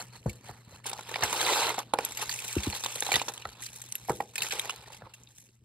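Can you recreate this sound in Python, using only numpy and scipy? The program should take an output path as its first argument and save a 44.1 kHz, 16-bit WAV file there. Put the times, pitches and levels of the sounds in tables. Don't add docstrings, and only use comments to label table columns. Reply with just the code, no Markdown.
import sys
import numpy as np
from scipy import signal
from scipy.fft import rfft, irfft, next_fast_len
from scipy.io import wavfile
from scipy.ndimage import uniform_filter1d, map_coordinates

SR = 44100
rng = np.random.default_rng(int(sys.argv[2]) if len(sys.argv) > 2 else 0)


def rack_gain(trim_db):
    fader = np.asarray(trim_db, float)
    return 10 ** (fader / 20)


def unload_wav(signal):
    wavfile.write(
        sys.argv[1],
        SR,
        np.round(np.clip(np.atleast_2d(signal).T, -1, 1) * 32767).astype(np.int16),
    )


N = 248812

# (time [s], rustle level [dB], brightness [dB])
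STIRRING = [(0.0, -78, 6.5), (0.83, -78.5, -7), (0.869, -39.5, 2.5), (0.911, -53, -1), (1.026, -52.5, -0.5),
            (1.21, -44.5, -4), (1.241, -36.5, -2.5), (1.291, -40.5, 0.5), (1.524, -31.5, -1),
            (1.64, -33, -2.5), (1.701, -37.5, -4), (1.756, -48, -1), (1.796, -41.5, -7), (1.854, -67, 0.5),
            (1.925, -71, -9.5), (2.005, -45, -3), (2.154, -51.5, 3), (2.217, -41.5, -0.5),
            (2.269, -50.5, 3), (2.312, -47, 5), (2.47, -45.5, 5), (2.64, -45, 1), (2.828, -48.5, 5),
            (2.859, -43.5, -0.5), (2.933, -47.5, 4.5), (3.055, -47, 3.5), (3.15, -36, -3),
            (3.259, -55, 3.5), (3.382, -56, 0.5), (3.593, -61.5, -2), (3.648, -50, 9), (3.689, -59.5, 5.5),
            (4.058, -58.5, 4), (4.104, -54, 7), (4.324, -67.5, 4.5), (4.395, -49, 0), (4.424, -44.5, -1),
            (4.495, -49.5, 3.5), (4.531, -41, 1), (4.599, -46, -0.5), (4.805, -55.5, -1),
            (4.855, -62, -1.5), (4.925, -54.5, 0), (4.98, -57, 2.5), (5.032, -66, -12.5),
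            (5.116, -64.5, -2.5), (5.268, -73, 3), (5.394, -65.5, 11.5), (5.525, -80.5, 6),
            (5.642, -83, 2.5)]
# (peak time [s], level [dB], brightness [dB], swell [s], fade [s])
FLAP_BRUSHES = [(0.0, -40.5, 0, .05, 0.036), (0.159, -55, -1.5, 0.13, 0.031),
                (0.281, -59.5, 3.5, 0.087, 0.2), (0.483, -55, -1.5, 0.095, 0.16),
                (0.741, -56.5, 0, 0.096, 0.069)]
# (time [s], peak level [dB], treble over peak [dB], ring pitch [Hz], burst t60 [ms])
CONTACTS = [(0.0234, -42, -1.5, 2220, 22), (0.2947, -33.5, -8.5, 2260, 42), (0.8418, -40.5, -10, 2230, 55),
            (0.8634, -34.5, 1, 9330, 41), (0.8947, -35, -1, 3580, 32), (0.9317, -33.5, -1.5, 3450, 20),
            (1.0924, -34, -8.5, 1760, 26), (1.1418, -23.5, -27, 1950, 12), (1.1575, -22, -17.5, 2310, 15),
            (1.2227, -25.5, -26, 1820, 52), (1.2344, -24.5, -3.5, 2070, 62), (1.3275, -25.5, -1, 2700, 26),
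            (1.4132, -19.5, -4, 3380, 24), (1.4634, -24, -12, 3920, 31), (1.6926, -21.5, -10, 2090, 15),
            (1.7886, -27.5, -4, 3410, 35), (1.937, -22, -11, 4050, 20.6), (1.9873, -19.5, -12.5, 2400, 14),
            (2.0498, -34.5, 8, 11580, 16), (2.1211, -33, -5, 7680, 23), (2.172, -30, -7.5, 11460, 49),
            (2.213, -32, -1.5, 2630, 84), (2.2935, -25.5, -8.5, 4580, 23), (2.312, -26, -11, 4570, 84),
            (2.3883, -28.5, -9, 2560, 35), (2.4415, -38, -17, 2750, 23), (2.4791, -33, -0.5, 2500, 37),
            (2.5276, -29, -5, 8160, 30), (2.5823, -27, -16, 2710, 22), (2.6328, -30.5, -6, 3440, 56),
            (2.7006, -34, 2, 2900, 12), (2.7258, -27, -27, 4260, 49), (2.7512, -30, -28.5, 4240, 19),
            (2.7718, -36.5, 0.5, 5550, 13), (2.8373, -24.5, -6.5, 3690, 24), (2.8454, -25, -9.5, 7560, 25),
            (2.8614, -24.5, -5, 3540, 22), (2.957, -34, 0, 3650, 32), (3.0049, -33, 7, 10730, 13),
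            (3.023, -19, -11, 3610, 15), (3.0649, -25, -4, 4130, 20), (3.1176, -15, -9.5, 2356, 27),
            (3.129, -21.5, -6.5, 2240, 19), (3.1398, -18.5, -12, 1920, 49), (3.1565, -18.5, -5, 1975, 51),
            (3.1955, -26.5, -15, 2400, 55), (3.216, -29.5, -9, 3760, 37), (3.2818, -28, -9, 3400, 67),
            (3.3374, -41, 1.5, 4000, 28), (3.378, -39, -4.5, 6750, 9.3), (3.42, -39.5, -14, 2920, 37),
            (3.4531, -28.5, -23, 1900, 12), (3.4904, -36.5, -12, 6900, 12), (3.529, -42.5, -13, 4460, 33),
            (3.6206, -33.5, -8, 11200, 72), (3.6622, -37, -0.5, 4090, 31), (3.7595, -44.5, 1, 3970, 35),
            (3.8163, -36.5, -1.5, 8370, 29), (3.9231, -35.5, 4.5, 8250, 9.3),
            (3.9537, -28.5, 0.5, 11500, 19), (4.0782, -44, -3, 11400, 28), (4.0945, -38.5, 3.5, 1880, 36),
            (4.1604, -48, 1.5, 11000, 25), (4.205, -35, -10, 1880, 31), (4.356, -26.5, -2.5, 2510, 32),
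            (4.38, -21, -9, 2520, 32), (4.406, -28, -16, 3700, 17), (4.4203, -18, -8, 2650, 25),
            (4.4314, -28.5, -7, 4420, 43), (4.4674, -30, -15, 2490, 28), (4.5076, -26.5, -14, 2530, 79),
            (4.5212, -24, -13, 2507, 33), (4.595, -19.5, -7, 3800, 19), (4.6183, -41, -1, 4080, 17),
            (4.6555, -37, -2, 1910, 23), (4.6948, -23.5, -12, 2863, 26), (4.706, -29.5, -11.5, 2920, 28),
            (4.859, -45, -19, 1810, 31), (5.137, -39, -6, 2740, 54), (5.2348, -63, 10.5, 7180, 14),
            (5.2725, -53, -23, 2680, 22), (5.4882, -55, -13, 2710, 19)]
# (time [s], nominal peak level [dB], wall pitch [Hz], upper modes [dB], t60 [ms])
CARD_BLOWS = [(0.26, -20, 497, -19, 12), (0.492, -40.5, 740, 0, 17), (0.856, -34, 920, -14, 24),
              (0.93, -25, 830, -21.5, 15), (0.99, -34.5, 870, -3.5, 17), (1.159, -27, 760, -6, 9.7),
              (1.228, -20.5, 1020, -12.5, 20), (1.233, -31, 745, 16.5, 19), (1.328, -28, 975, 3.5, 16),
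              (1.472, -28, 926, 10, 7.8), (1.703, -23.5, 932, -5.5, 8.8), (1.781, -19, 808, -14.5, 12),
              (1.791, -39.5, 950, -12.5, 15), (1.936, -9.5, 887, -10.5, 16), (1.987, -13, 826, -15.5, 13.4),
              (2.203, -43.5, 467, 1, 13), (2.73, -31.5, 870, -16, 21), (2.752, -33, 915, -21, 17),
              (2.838, -27.5, 980, -14.5, 13), (2.86, -28, 895, -7.5, 12), (2.958, -42, 497, 6.5, 27),
              (3.022, -21.5, 816, -31, 19), (3.065, -26.5, 851, -15, 17), (3.089, -22.5, 820, -19, 18),
              (3.118, -24, 785, -10.5, 15), (3.14, -28, 408, 0, 16), (3.163, -24, 770, -1.5, 20),
              (3.215, -22, 894, -8.5, 12), (3.281, -17, 966, -40.5, 13), (3.295, -27.5, 810, -20, 14),
              (3.453, -21.5, 1330, -26, 16), (4.085, -27.5, 764, -13, 40), (4.095, -13.5, 820, -16, 18),
              (4.103, -15.5, 410, -14, 14), (4.203, -19, 832, -10, 17.3), (4.531, -32, 493, -10.5, 16),
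              (4.655, -36.5, 490, -6, 19), (4.695, -30.5, 1125, 0, 11), (4.877, -39.5, 760, -15, 18),
              (4.902, -42.5, 920, -10, 18), (5.02, -45, 606, 5.5, 18), (5.065, -41, 915, -11, 35)]
# (time [s], nominal peak level [dB], tap over boom [dB], tap pitch [Hz], nominal boom pitch [Hz])
TABLE_BLOWS = [(0.255, -21.5, -23, 503, 137), (.492, -42.5, -1, 388, 126), (.722, -46, 0.5, 570, 110),
               (1.222, -34, -2, 520, 112), (2.563, -23, 9, 323, 101), (2.668, -26, 9, 275, 107),
               (3.139, -35, -20, 410, 126), (3.453, -42, 4, 600, 92), (4.101, -37.5, -2, 422, 141),
               (5.021, -44, -13, 570, 130)]
# (ratio to wall pitch [1], level [dB], share of the upper-mode level [0-1])
WALL_MODES = [(0.9995, 1.5, 0.34), (0.57, -7.5, 0.16), (1.142, -2, 0.56), (0.379, -12, 0.25),
              (2.297, -8.5, 1), (2.74, -7.5, 1), (2.6, -14, 1)]

# (frequency [Hz], relative level [dB])
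CARD_COLOUR = [(120, -40.5), (250, -16), (450, -1), (680, -7), (850, 2), (1050, -3), (1500, -5.5),
               (1750, -16), (2400, -35.5)]
BEAD_COLOUR = [(900, -45.5), (1600, -0.5), (2000, -2), (2500, 3.5), (3100, 1), (3900, 4), (4700, -2.5),
               (5600, -9.5), (7500, -50.5)]
FLAP_COLOUR = [(900, -54), (1300, -23), (1700, 10), (2100, 5.5), (2700, 6.5), (3500, 1), (4300, 9),
               (5000, -3), (7500, -53.5)]
LINK_COLOUR = [(3500, -73.5), (5500, 0), (7000, 1), (8800, -3.5), (10500, -1.5), (12000, -7.5),
               (13200, -15), (15600, -12.5), (16200, -62)]
AIR_COLOUR = [(20, -32.5), (40, -10.5), (65, -3.5), (120, -4), (170, -5.5), (400, -17), (1000, -33),
              (3000, -49), (8000, -31.5), (15800, -47.5), (16300, -100.5)]
# (frequency [Hz], relative level [dB])
HUM_PARTIALS = [(119.5, -0.5), (221, -16.5)]
# (time [s], level [dB])
DRONE_LEVEL = [(0.0, -57), (5.03, -61.5), (5.64, -67.5)]

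# (frequency [Hz], t60 [s])
ROOM_DECAY = [(200, 0.58), (1000, 0.1048), (4000, -0.07), (12000, 0.11)]
# (frequency [Hz], level [dB])
SIDE_LEVEL = [(100, -21), (700, -16), (1500, -10), (3000, -6), (5500, -7), (7000, -10), (9000, -14),
              (15000, -14)]
# (frequency [Hz], left over right [dB])
PORT_BALANCE = [(300, 1), (700, 1), (1000, -4), (1500, -2.5), (2600, -4), (3800, -1), (5400, 2), (7000, 0)]
# (frequency [Hz], lead of left over right [rad])
PORT_PHASE = [(0, 0), (1500, 0), (3200, -1.8), (4200, -.2), (5200, -.6), (5700, -3.6), (6450, -3.14),
              (16350, 15.7)]

TREBLE_CREST_DB = 8.5


def unit(x):
    return x / np.sqrt(np.mean(x ** 2) + 1e-20)


def along(points, hz):
    f, value = np.transpose(points)
    return np.interp(np.log(hz + 1), np.log(f + 1), value)


def filtered(x, response):
    m = next_fast_len(N + SR // 2)
    return irfft(rfft(x, m) * response(np.fft.rfftfreq(m, 1 / SR)), m)[..., :N]


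def coloured(spectrum, patchy_db):
    z = signal.stft(rng.standard_normal(N), nperseg=256)[2]
    field = uniform_filter1d(rng.standard_normal(z.shape), size=3, axis=0)
    field = uniform_filter1d(field, size=7, axis=1)
    noise = signal.istft(z * rack_gain(patchy_db * unit(field)), nperseg=256)[1][:N]
    return unit(filtered(noise, lambda hz: rack_gain(along(spectrum, hz))))


def wobble(rate):
    return map_coordinates(rng.standard_normal(N // 100), [np.arange(N) * rate / SR])


def placed(times, rows):
    at = np.round(times * SR).astype(int)[:, None] + np.arange(rows.shape[1])
    return np.bincount(at.ravel(), rows.ravel(), N + SR)[:N]


def fade(t, t60, rise):
    decay = rack_gain(-60 * t / np.maximum(t60, 0.002))
    shape = decay * (1 - np.exp(-t / np.maximum(rise, 1e-5))) ** 2
    return shape / shape.max(axis=-1, keepdims=True)


def sine(hz, t):
    return np.sin(2 * np.pi * hz * t)


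def background():
    t = np.arange(N) / SR
    hum = 0
    for hz, db in HUM_PARTIALS:
        level = rack_gain(db + 4.0 + 3.2 * wobble(22))
        hum = hum + level * np.sin(2 * np.pi * hz * t + 1.3 * wobble(5.0))
    air = rack_gain(-1.5) * coloured(AIR_COLOUR, patchy_db=5.5)
    return rack_gain(np.interp(t, *np.transpose(DRONE_LEVEL))) * (hum + air)


def thumps():
    s, db, tap_db, tap_hz, boom_hz = np.transpose(TABLE_BLOWS)[:, :, None]
    t = np.arange(9000) / SR
    cycles = boom_hz * (0.61 * t + 0.74 * 0.016 * (1 - np.exp(-t / 0.014)))
    boom = fade(t, 0.11, 0.0033) * np.sin(2 * np.pi * cycles)
    tap = rack_gain(tap_db - 2.0) * fade(t, 0.014, 0.0035) * sine(tap_hz, t)
    top_modes = rack_gain(-10) * sine(58, t) + rack_gain(-14.5) * sine(205, t) + rack_gain(-21.5) * sine(345, t)
    linger = fade(t, 0.13, 0.013) * top_modes
    delay_s = 0.0024
    return placed(s[:, 0] + delay_s, rack_gain(db - 0.5) * (boom + tap + linger))


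def knocks():
    s, db, hz, upper_db, t60_ms = np.transpose(CARD_BLOWS)[:, :, None]
    t = np.arange(5000) / SR
    scatter = rack_gain(2 * rng.standard_normal((len(CARD_BLOWS), len(WALL_MODES))))
    ring = 0
    for k, (ratio, level_db, upper) in enumerate(WALL_MODES):
        level = scatter[:, [k]] * rack_gain(level_db + upper * upper_db)
        t60 = t60_ms / 1000 / ratio ** 0.3
        ring = ring + level * fade(t, t60, 0.0012) * sine(ratio * hz, t)
    scuff_db, scuff_t60_s = -22, 0.076
    scuff = placed(s[:, 0], rack_gain(db + scuff_db) * fade(t, scuff_t60_s, 0.0013))
    return placed(s[:, 0], rack_gain(db - 0.5) * ring) + scuff * coloured(CARD_COLOUR, patchy_db=1.0)


def stirring():
    t = np.arange(N) / SR
    s, level_db, bright_db = np.transpose(STIRRING)
    at, db, tone_db, swell, fall = np.transpose(FLAP_BRUSHES)[:, :, None]
    brush_db = db - 20 * np.maximum((at - t) / swell, (t - at) / fall)
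    parts = np.vstack([rack_gain(np.interp(t, s, level_db)), rack_gain(brush_db)])
    tones = np.vstack([np.interp(t, s, bright_db), tone_db + 0 * t])
    total = parts.sum(0)
    return 20 * np.log10(total), (parts * tones).sum(0) / total


def jostle(rate, spread_db, t60):
    draw = rng.random((2, N))
    sizes = (draw[0] < rate / SR) * rack_gain(-spread_db * np.log(draw[1] + 0.03))
    contact = fade(np.arange(SR // 20) / SR, t60, 0.0011) ** 2
    power = signal.fftconvolve(sizes ** 2, contact)[:N]
    return np.abs(power) / np.mean(power)


def tinkle(centre_hz, spread, cycles, count):
    draw, t = rng.random((count, 3)), np.arange(700) / SR
    hz = np.clip(centre_hz * np.exp(spread * (2 * draw[:, 1:2] - 1)), 100, 15500)
    size = rack_gain(-4 * np.log(draw[:, 2:] + 0.02))
    return unit(placed(draw[:, 0] * N / SR, size * fade(t, cycles / hz, 0.00013) * sine(hz, t)))


def heap():
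    rustle_db, bright_db = stirring()
    card = rack_gain(rustle_db - 0.5 - bright_db)
    beads = rack_gain(rustle_db)
    links = rack_gain(rustle_db - 0.5 + bright_db)
    shake = jostle(rate=160, spread_db=2.5, t60=0.016)
    calm = 1 / (1 + (beads / rack_gain(-40)) ** 2)
    grip = rack_gain(1.6 * calm * wobble(25.06))

    def motion(share):
        return np.sqrt(1 + np.clip(share, 0, 1) * calm * (shake - 1)) * grip

    drag = card * motion(0.68) * coloured(CARD_COLOUR, patchy_db=2.5)
    bead_noise = motion(0.55) * coloured(BEAD_COLOUR, patchy_db=-2.5)
    rustle = beads * (bead_noise + 0.42 * tinkle(3212, 0.5, cycles=62.0, count=900))
    flap = beads * motion(0.34) * coloured(FLAP_COLOUR, patchy_db=4.0)
    reach_s = 0.835
    rustle = np.where(np.arange(N) < reach_s * SR, flap, rustle)
    link_noise = motion(0.87) * coloured(LINK_COLOUR, patchy_db=2.0)
    fizz = links * (link_noise + 0.16 * tinkle(9500, 0.4, cycles=61.0, count=1200))
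    return drag + rustle + fizz


def strays(count):
    when, pitch, size, tone = rng.random((count, 4)).T
    level_db, bright_db = [curve[(when * N).astype(int)] for curve in stirring()]
    ceiling_db, over_rustle_db, spread_db, t60_ms = -43, 5.5, 6.5, 15
    db = np.minimum(level_db, ceiling_db) + over_rustle_db + spread_db * (2 * size - 1)
    treble_db = bright_db - TREBLE_CREST_DB + 6 * (2 * tone - 1)
    return np.transpose([when * N / SR, db, treble_db, 2200 * 5.2 ** pitch, np.full(count, t60_ms)])


def clicks():
    s, db, treble_db, hz, t60_ms = np.vstack([CONTACTS, strays(count=130)]).T[:, :, None]
    t, t60 = np.arange(2600) / SR, t60_ms / 1000
    treble_db = treble_db + TREBLE_CREST_DB
    rattle_db, ring_over_rattle_db = -7.5, 2
    rattle = fade(t, t60, 0.016 * t60)
    crack = 0.59 * fade(t, 0.0022, 0.0003)
    burst = rack_gain(db + rattle_db) * (rattle + crack)
    ring_db = db + treble_db * (hz > 6000)
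    ring = rack_gain(ring_db + rattle_db + ring_over_rattle_db) * sine(hz, t)
    ring = ring * fade(t, np.minimum(t60, 0.035), 0.00063)
    body = placed(s[:, 0], burst) * coloured(BEAD_COLOUR, patchy_db=6.0)
    treble = placed(s[:, 0], burst * rack_gain(treble_db)) * coloured(LINK_COLOUR, patchy_db=6.5)
    return body + treble + placed(s[:, 0], ring)


def echo(x):
    hz, t, z = signal.stft(rng.standard_normal(SR // 3), SR, nperseg=256)
    t60 = np.maximum(along(ROOM_DECAY, hz), 0.02)[:, None]
    tail = signal.istft(z * rack_gain(-60 * t / t60), SR, nperseg=256)[1]
    return signal.fftconvolve(x, tail / np.linalg.norm(tail))[:N]


def scattered(x):
    z = signal.stft(x, nperseg=128)[2]
    turned = z * np.exp(2j * np.pi * rng.random(z.shape))
    return np.sqrt(2) * signal.istft(turned, nperseg=128)[1][:N]


def scene():
    struck = clicks() + knocks()
    mid = struck + rack_gain(-15.5) * echo(struck) + heap() + thumps() + background()
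    side = filtered(scattered(mid), lambda hz: rack_gain(along(SIDE_LEVEL, hz)))
    return np.array([mid + side, mid - side])


def band_limit(x):
    return signal.sosfilt(signal.butter(12, 17030, fs=SR, output="sos"), x)


def record(dry):
    f, lead = np.transpose(PORT_PHASE)

    def half(hz):
        return rack_gain(along(PORT_BALANCE, hz) / 2) * np.exp(0.5j * np.interp(hz, f, lead))

    def low_cut(hz):
        return (1j * hz / (35 + 1j * hz)) ** 2

    ports = filtered(dry, lambda hz: low_cut(hz) * np.array([half(hz), 1 / half(hz)]))
    return band_limit(ports)


dry = scene()
out = record(dry)
unload_wav(out)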